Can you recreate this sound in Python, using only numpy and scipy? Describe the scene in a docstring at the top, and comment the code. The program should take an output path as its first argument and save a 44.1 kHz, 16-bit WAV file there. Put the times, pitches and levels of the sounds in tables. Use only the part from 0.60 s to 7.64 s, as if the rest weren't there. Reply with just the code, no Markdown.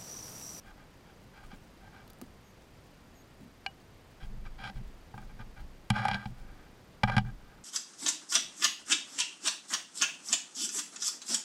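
"""Small animals paw at a camera standing in garden mulch, over town hush and a faint electronic whine.
First, fur brushes the hollow case and a paw pads; wood chips snap at 1.5 s.
A bird chips at 1.8 and 2.5 s; a flicked stem pings at 3.1 s. Rubbing resumes at 3.6 s.
From 4.5 s, claws and noses knock the case: each blow rings it, thumps the mount and sets it swaying.
The hardest blows fall at 5.3-6.6 s; a last light stroke ends at 7 s."""
import sys
import numpy as np
from scipy import signal
from scipy.fft import rfft, irfft
from scipy.io import wavfile

SR = 44100
rng = np.random.default_rng(int(sys.argv[2]) if len(sys.argv) > 2 else 0)


def unload_wav(signal):
    """Save mono or channel-first audio to the path in sys.argv[1] as 16-bit WAV at rate SR, clipped to [-1, 1]."""
    wavfile.write(
        sys.argv[1],
        SR,
        np.round(np.clip(np.atleast_2d(signal).T, -1, 1) * 32767).astype(np.int16),
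    )


N = 310442

# claw or nose blows: (time [s], case level [dB], brightness [dB], top [dB], pitch [Hz], mount level [dB])
BLOWS = [(4.54, -48, -16, -8, 1000, -42.5), (4.578, -46.5, -2, 6, 1190, -46),
         (4.797, -53.5, 0, 3, 1190, -47), (5.302, -28, 10, 19, 1050, -22.5),
         (5.452, -25.5, -4.5, 4.5, 840, -38), (5.483, -29.5, 4.5, 10, 900, -39),
         (5.513, -32.5, 6, -3, 840, -37), (5.533, -41.5, 6, 5, 2580, -47),
         (5.544, -37, 12.5, 9, 3980, -36.5), (5.656, -42, 6.5, 6, 820, -35), (6.4336, -23, 3, 1, 537, -24),
         (6.566, -28.5, 5.5, 8, 1730, -20.5), (6.58, -26, 5.5, 7, 1420, -39)]
# paw and fur strokes: (start [s], end [s], level [dB], brightness [dB])
STROKES = [(0.036, 0.124, -58, 2.5), (.17, .25, -63, 2), (0.439, .52, -65.5, 3), (0.729, 0.868, -58.5, 2),
           (0.901, 0.954, -55, 5.5), (1.201, 1.291, -59.5, -4), (1.31, 1.44, -59, 1),
           (3.598, 3.665, -57, 9.5), (3.847, 3.884, -54, 5), (3.98, 4.049, -48.5, 5),
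           (4.032, 4.107, -43, 8), (4.153, 4.185, -58.5, 8), (4.571, 4.637, -60.5, -2),
           (4.691, 4.72, -59, 0), (4.787, 4.832, -53, 0.5), (4.959, 5.025, -56.5, 2),
           (5.319, 5.596, -37.5, 1), (5.354, 5.41, -36.5, -2.5), (5.573, 5.655, -49, 2.5),
           (5.729, 6.105, -64.5, 0), (6.473, 6.506, -32.5, -3), (6.503, 6.563, -38.5, -1),
           (6.64, 6.707, -55, -2), (6.786, 7.016, -66.5, -3)]
# case pitch favoured by a stroke: (stroke level [dB], pitch [Hz])
STROKE_PITCH = [(-44, 1440), (-37.5, 1580), (-32.5, 900)]
# case resonances: (frequency [Hz], width [Hz], gain [dB])
CASE_MODES = [(561, 110, -13.5), (771, 34, 3.5), (837.6, 56, 2.5), (936, 58, -6.5), (1223, 93, -4),
              (1494, 180, -10), (1595, 81, -1.5), (1992, 113, -11), (2338, 146, -8), (2913, 130, -19),
              (3240, 270, -15.5), (4010, 280, -22), (4760, 240, -22.5), (5460, 110, -24),
              (6760, 600, -35.5), (7670, 130, -33.5), (8120, 280, -38), (9600, 470, -40), (10600, 410, -36)]
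# case response between resonances: (frequency [Hz], gain [dB])
CASE_FLOOR = [(60, -38), (350, -64), (700, -12.5), (2200, -27.5), (5400, -31), (6200, -43.5),
              (11000, -57.5), (15000, -64)]
# mount resonances: (frequency [Hz], width [Hz], gain [dB])
MOUNT_MODES = [(47, 24, -13), (117.7, 25, 3), (163, 18, -9.5), (202.5, 23.4, 0), (228.8, 13, -7.5)]
# animal leaning on the camera: (time [s], hold [s], sway level [dB], mount level [dB])
LEANS = [(0.049, 0.17, -57, -68), (.83, .06, -49.5, -66), (3.619, .26, -40, -52), (4.14, 0.075, -39.5, -48),
         (4.6, 0.26, -46, -54.5), (4.979, .05, -43, -58), (5.66, 0.05, -46.5, -46), (5.77, .08, -44, -60),
         (6.43, .26, -43, -41.5)]
# stem resonances: (frequency [Hz], gain [dB], T60 [s])
STEM_MODES = [(784, -6.5, 0.08), (1440, -30, 0.045), (1590, -9, 0.054), (2350, 0.5, 0.031),
              (2630, -1, 0.012), (2900, -14, 0.089), (2900, -16.5, 0.093), (3063, -5, 0.022),
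              (3460, -13, 0.013), (4140, -3.5, .016), (4620, -10, .018)]
# flick spectrum: (frequency [Hz], gain [dB])
FLICK_SPECTRUM = [(300, -15), (1100, -1), (1900, -3), (2600, 2.5), (3600, -7), (4800, -3), (6000, -14.5),
                  (10500, -23), (13000, -48)]
# chips breaking: (time [s], level [dB])
CHIP_SNAPS = [(1.478, -55.5), (1.5003, -50.5), (1.504, -52), (1.5335, -58), (1.5872, -64), (1.6147, -43)]
# crack spectrum: (frequency [Hz], gain [dB])
CRACK_SPECTRUM = [(300, 14), (1500, 0), (2900, 0), (4200, 5.5), (8000, -3), (12000, 2.5), (16000, -4)]
# chip resonances: (frequency [Hz], width [Hz], gain [dB])
CHIP_MODES = [(1240, 76, 4), (3950, 130, -5), (4200, 120, -8), (4700, 110, -4)]
# paws on soft ground: (time [s], decay [s], pitch [Hz], level [dB])
STEPS = [(.93, 0.018, 214, -49.5), (1.618, 0.012, 234, -44), (2.797, 0.058, 227, -47),
         (4.54, 0.008, 233, -49)]
# mulch crackle spectrum: (frequency [Hz], gain [dB])
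RUSTLE_SPECTRUM = [(1000, -9), (3500, 2), (6000, -0.5), (10000, -2), (13000, -15), (16000, -1)]
# bird calls: (time [s], pitch [Hz], level [dB])
BIRD_CALLS = [(1.838, 6460, -73), (2.549, 6560, -69.5)]
# town noise and hiss: (frequency [Hz], relative density [dB])
HUSH_SPECTRUM = [(12, -22), (20, 2), (194, -3), (286, -6.5), (398, -9), (818, -13), (1050, -15),
                 (1240, -16.5), (1780, -18), (5850, -28), (6720, -29.5), (12000, -37.5), (13400, -39.5),
                 (15000, -45.5)]
# camera electronics: (frequency [Hz], level [dB])
WHINE_TONES = [(4737, -81.5), (9421, -91), (14158, -82)]

LEAN_RISE_S = 0.013
FFT_SIZE = 8192
BINS_HZ = np.fft.rfftfreq(FFT_SIZE, 1 / SR)


def knocks(skid_s=0.0054, slide_s=0.013, slide_db=-17, mount_lag_s=0.003):
    """A claw lands, skids and slides off the case; the heavier mount follows."""
    out, mount = np.zeros(N), modal_ring(MOUNT_MODES, skirt=1.7)
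    t = np.arange(SR // 12) / SR
    for time_s, db, bright_db, top_db, pitch_hz, mount_db in BLOWS:
        blow = signal.fftconvolve(skid(skid_s), case_ring(bright_db, top_db - 2, pitch_hz))
        add(blow, 0, 0.15 * case_ring(bright_db, top_db + 6, pitch_hz))  # first touch is brightest
        friction = rng.standard_normal(len(t)) * np.exp(-t / slide_s)
        slide = signal.fftconvolve(friction, case_ring(bright_db, top_db=-3, pitch_hz=2900))
        add(out, time_s, with_energy(blow, db, 0.015))
        add(out, time_s + skid_s, with_energy(slide, db + slide_db, 0.017))
        add(out, time_s + mount_lag_s, with_energy(mount, mount_db, 0.018))
    return out


def scrapes(mount_db=-5):
    """Paw and fur drag over the case with wavering pressure and shake the mount."""
    out, mount = np.zeros(N), modal_ring(MOUNT_MODES, skirt=1.7)
    pressure = amplitude(1.44 * wander(N, hz=70.4))
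    for start_s, end_s, db, bright_db in STROKES:
        length_s = end_s - start_s
        size = round(length_s * SR)
        force = signal.windows.tukey(size, 0.29) * pressure[round(start_s * SR):][:size]
        drive = force * stick_slip(size, slips_per_s=1500, spread_db=4, rub_rms=0.85)
        body_db = np.interp(db, [-58, -45], [-2, 0])  # light touch: weaker low modes
        pitch_hz = np.interp(db, *np.transpose(STROKE_PITCH))
        case = case_ring(bright_db, bright_db - 1, pitch_hz, body_db)
        add(out, start_s, with_energy(signal.fftconvolve(drive, case), db, length_s))
        add(out, start_s, with_energy(signal.fftconvolve(drive, mount), db + mount_db, length_s))
    return out


def case_ring(bright_db, top_db, pitch_hz, body_db=0, focus_db=5, focus_octaves=0.25):
    """Hollow case: harder contact reaches higher modes; those near the contact pitch are favoured."""
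    tilt = [(900, body_db), (1500, 0), (2900, bright_db), (5200, bright_db), (8000, top_db)]
    octaves = np.log2((BINS_HZ + 1) / pitch_hz)
    focus = amplitude(focus_db * np.exp(-(octaves / focus_octaves) ** 2))
    power = modal_power(CASE_MODES, skirt=1.62) + curve_gain(CASE_FLOOR) ** 2
    return impulse_response(np.sqrt(power) * curve_gain(tilt) * focus)


def stick_slip(size, slips_per_s, spread_db, rub_rms):
    """Friction: uneven clicks at rms 1 over smooth rubbing noise."""
    strengths = amplitude(spread_db * np.minimum(rng.exponential(1, size), 4))
    clicks = strengths * rng.choice([-1, 1], size) * (rng.random(size) < slips_per_s / SR)
    return unit_rms(clicks) + rub_rms * rng.standard_normal(size)


def skid(contact_s):
    """Brief contact chatter, whitened, energy 1."""
    t = np.arange(SR // 16) / SR
    fade = np.exp(-(t / contact_s) ** 2)
    spectrum = rfft(stick_slip(len(t), slips_per_s=3200, spread_db=1.5, rub_rms=0.58) * fade)
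    chatter = irfft(spectrum / (abs(spectrum) + 1e-12), len(t)) * fade ** 0.25
    return chatter / np.linalg.norm(chatter)


def sway(rock_hz=22.7, twist_hz=44, twist_db=-6, jolt_db=-14, jolt_s=0.022, rest_db=-71.5):
    """Leans and blows rock and twist the camera on its mount; it settles to a faint tremble."""
    power = sum((amplitude(db) * push(time_s, hold_s, LEAN_RISE_S, decay_s=0.11)) ** 2
                for time_s, hold_s, db, _ in LEANS)
    power += sum((amplitude(db + jolt_db) * push(time_s, jolt_s, jolt_s / 2, jolt_s)) ** 2
                 for time_s, *_, db in BLOWS)
    envelope = np.sqrt(power + amplitude(rest_db) ** 2)
    rock = np.sin(phase_rad(rock_hz * (1 + 0.1315 * wander(N, hz=14.97))))
    twist = np.sin(phase_rad(twist_hz * (1 + 0.1315 * wander(N, hz=14.97))))
    twist *= amplitude(twist_db) * (1 + 0.5 * wander(N, hz=17))
    return envelope * unit_rms(rock + twist)


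def shudder(release_s=0.035, cutoff_hz=170):
    """The mount rumbles in its lower modes while an animal leans on it."""
    envelope = sum(amplitude(db) * push(time_s, hold_s, LEAN_RISE_S, release_s)
                   for time_s, hold_s, _, db in LEANS)
    power = modal_power(MOUNT_MODES, skirt=1.45) / (1 + (BINS_HZ / cutoff_hz) ** 2)
    rumble = signal.oaconvolve(rng.standard_normal(N), impulse_response(np.sqrt(power)))[:N]
    return envelope * unit_rms(rumble)


def stem_ping(time_s=3.0625, level_db=-33, rise_s=0.00048, click_db=-11, click_s=0.0049):
    """A thin hard stem is flicked: dry click, short modal ring."""
    out, t = np.zeros(N), np.arange(SR // 5) / SR
    ring = sum(amplitude(db - 60 * t / t60_s) * np.sin(2 * np.pi * (hz * t + rng.random()))
               for hz, db, t60_s in STEM_MODES)
    ring *= 1 - np.exp(-t / rise_s)
    click = signal.fftconvolve(skid(click_s), impulse_response(curve_gain(FLICK_SPECTRUM)))
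    add(out, time_s, with_energy(ring, level_db, 0.011))
    add(out, time_s, with_energy(click, level_db + click_db, 0.021))
    return out


def chip_snaps(crack_s=0.00039, tail_s=0.0057, tail_db=-19, ring_db=-11):
    """Dry chips break: bright tick, tiny woody ring."""
    out, t = np.zeros(N), np.arange(SR // 40) / SR
    colour = impulse_response(curve_gain(CRACK_SPECTRUM))
    wood = modal_ring(CHIP_MODES, skirt=1.8)
    envelope = np.exp(-t / crack_s) + amplitude(tail_db) * np.exp(-t / tail_s)
    for time_s, db in CHIP_SNAPS:
        crack = rng.standard_normal(len(t)) * envelope
        add(out, time_s, with_energy(signal.fftconvolve(crack, colour), db, 0.0037))
        add(out, time_s, with_energy(wood, db + ring_db, 0.0064))
    return out


def paw_steps(width_hz=110):
    """A soft paw presses the mulch: dull puff."""
    out, t = np.zeros(N), np.arange(SR // 4) / SR
    for time_s, decay_s, pitch_hz, db in STEPS:
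        press = rng.standard_normal(len(t)) * np.exp(-t / decay_s)
        ground = modal_ring([(pitch_hz, width_hz, 0)], skirt=1.65)
        add(out, time_s, with_energy(signal.fftconvolve(press, ground), db, 0.02))
    return out


def rustles(step_db=-72, step_s=0.079, delay_s=0.03, stray_db=-74, stray_s=0.055, strays=10):
    """Chips and leaves shift and crackle at each lean and step, and at random times."""
    out, colour = np.zeros(N), impulse_response(curve_gain(RUSTLE_SPECTRUM))
    stray_times_s = (np.arange(strays) + rng.random(strays)) * N / SR / strays
    clumps = [(time_s + delay_s, step_s, step_db) for time_s, *_ in LEANS + STEPS]
    clumps += [(time_s, stray_s, stray_db) for time_s in stray_times_s]
    for centre_s, length_s, db in clumps:
        size = round(length_s * SR)
        crackle = stick_slip(size, slips_per_s=4100, spread_db=10, rub_rms=0.74)
        crackle *= signal.windows.tukey(size, 0.8)
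        add(out, centre_s - length_s / 2, with_energy(signal.fftconvolve(crackle, colour), db, length_s))
    return out


def bird(length_s=0.079, drop_s=0.0059, octave_db=-6):
    """Thin high chips: pitch drops, holds, lifts at the end."""
    out, t = np.zeros(N), np.arange(round(length_s * SR)) / SR
    bend = 1 + 0.069 * np.exp(-t / drop_s) + 0.02 * (t / length_s) ** 6
    for time_s, pitch_hz, db in BIRD_CALLS:
        phase = phase_rad(pitch_hz * (bend + 0.005 * wander(len(t), hz=150)))
        tone = np.sin(phase) + amplitude(octave_db) * np.sin(2 * phase)
        add(out, time_s, amplitude(db) * unit_rms(tone) * signal.windows.tukey(len(t), 0.12))
    return out


def hush(level_db=-56, drift_db=0.24):
    """Far town noise and microphone hiss, drifting slightly."""
    colour = curve_gain(HUSH_SPECTRUM, np.fft.rfftfreq(N, 1 / SR))
    noise = unit_rms(irfft(rfft(rng.standard_normal(N)) * colour, N))
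    return noise * amplitude(level_db + drift_db * wander(N, hz=0.93))


def whine(pulse_hz=29.97, jitter_rad=1.7):
    """Camera electronics: faint fuzzy tones pulsing at the frame rate."""
    out, t = np.zeros(N), np.arange(N) / SR
    pulse = 1 + np.sin(2 * np.pi * pulse_hz * t)
    for hz, db in WHINE_TONES:
        tone = np.sin(2 * np.pi * hz * t + jitter_rad * wander(N, hz=130))
        out += amplitude(db) * unit_rms(pulse * tone)
    return out


def push(start_s, hold_s, rise_s, decay_s):
    """Push envelope: linear rise, hold, exponential decay."""
    t = np.arange(N) / SR - start_s
    return np.clip(t / rise_s, 0, 1) * np.exp(-np.clip((t - hold_s) / decay_s, 0, 20))


def wander(size, hz):
    """Smooth noise, rms about 1, rolling off at hz."""
    lowpass = np.exp(-(np.fft.rfftfreq(N, 1 / SR) / hz) ** 2)
    return unit_rms(irfft(rfft(rng.standard_normal(N)) * lowpass, N))[:size]


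def modal_power(modes, skirt):
    """Power response of resonances; higher skirt, deeper valleys."""
    return sum(amplitude(db) ** 2 / (1 + (2 * (BINS_HZ - hz) / width_hz) ** 2) ** skirt
               for hz, width_hz, db in modes)


def modal_ring(modes, skirt):
    """Impulse response of resonances."""
    return impulse_response(np.sqrt(modal_power(modes, skirt)))


def impulse_response(gain):
    """Minimum-phase response of a gain curve scaled to peak 1."""
    log_gain = np.log(np.maximum(gain / gain.max(), 1e-5))
    mirrored = np.concatenate([log_gain, log_gain[-2:0:-1]])
    spectrum = np.exp(np.conj(signal.hilbert(mirrored)))
    return np.fft.ifft(spectrum).real[:FFT_SIZE * 3 // 4]


def curve_gain(points, hz=BINS_HZ):
    """Amplitude from (frequency [Hz], gain [dB]) points, log-frequency axis."""
    points_hz, points_db = np.transpose(points)
    return amplitude(np.interp(np.log(hz + 1), np.log(points_hz + 1), points_db))


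def with_energy(x, db, length_s):
    """Scale x to the energy of a sound of this level and length."""
    return amplitude(db) * x * np.sqrt(length_s * SR / (np.sum(x ** 2) + 1e-20))


def unit_rms(x):
    return x / np.sqrt(np.mean(x ** 2) + 1e-20)


def amplitude(db):
    return 10 ** (np.asarray(db) / 20)


def phase_rad(hz):
    return 2 * np.pi * np.cumsum(hz) / SR


def add(mix, time_s, sound):
    part = mix[max(round(time_s * SR), 0):][:len(sound)]
    part += sound[:len(part)]


def scene():
    """Mono sum at the microphone."""
    camera = scrapes() + knocks() + sway() + shudder()
    garden = stem_ping() + paw_steps() + chip_snaps() + rustles() + bird()
    return (camera + garden + hush() + whine())[None]


def record(dry):
    """Low-pass at 16 kHz."""
    lowpass = signal.firwin(255, 16000, window=("kaiser", 9), fs=SR)
    return signal.oaconvolve(dry, lowpass[None], "same")


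dry = scene()
out = record(dry)
unload_wav(out)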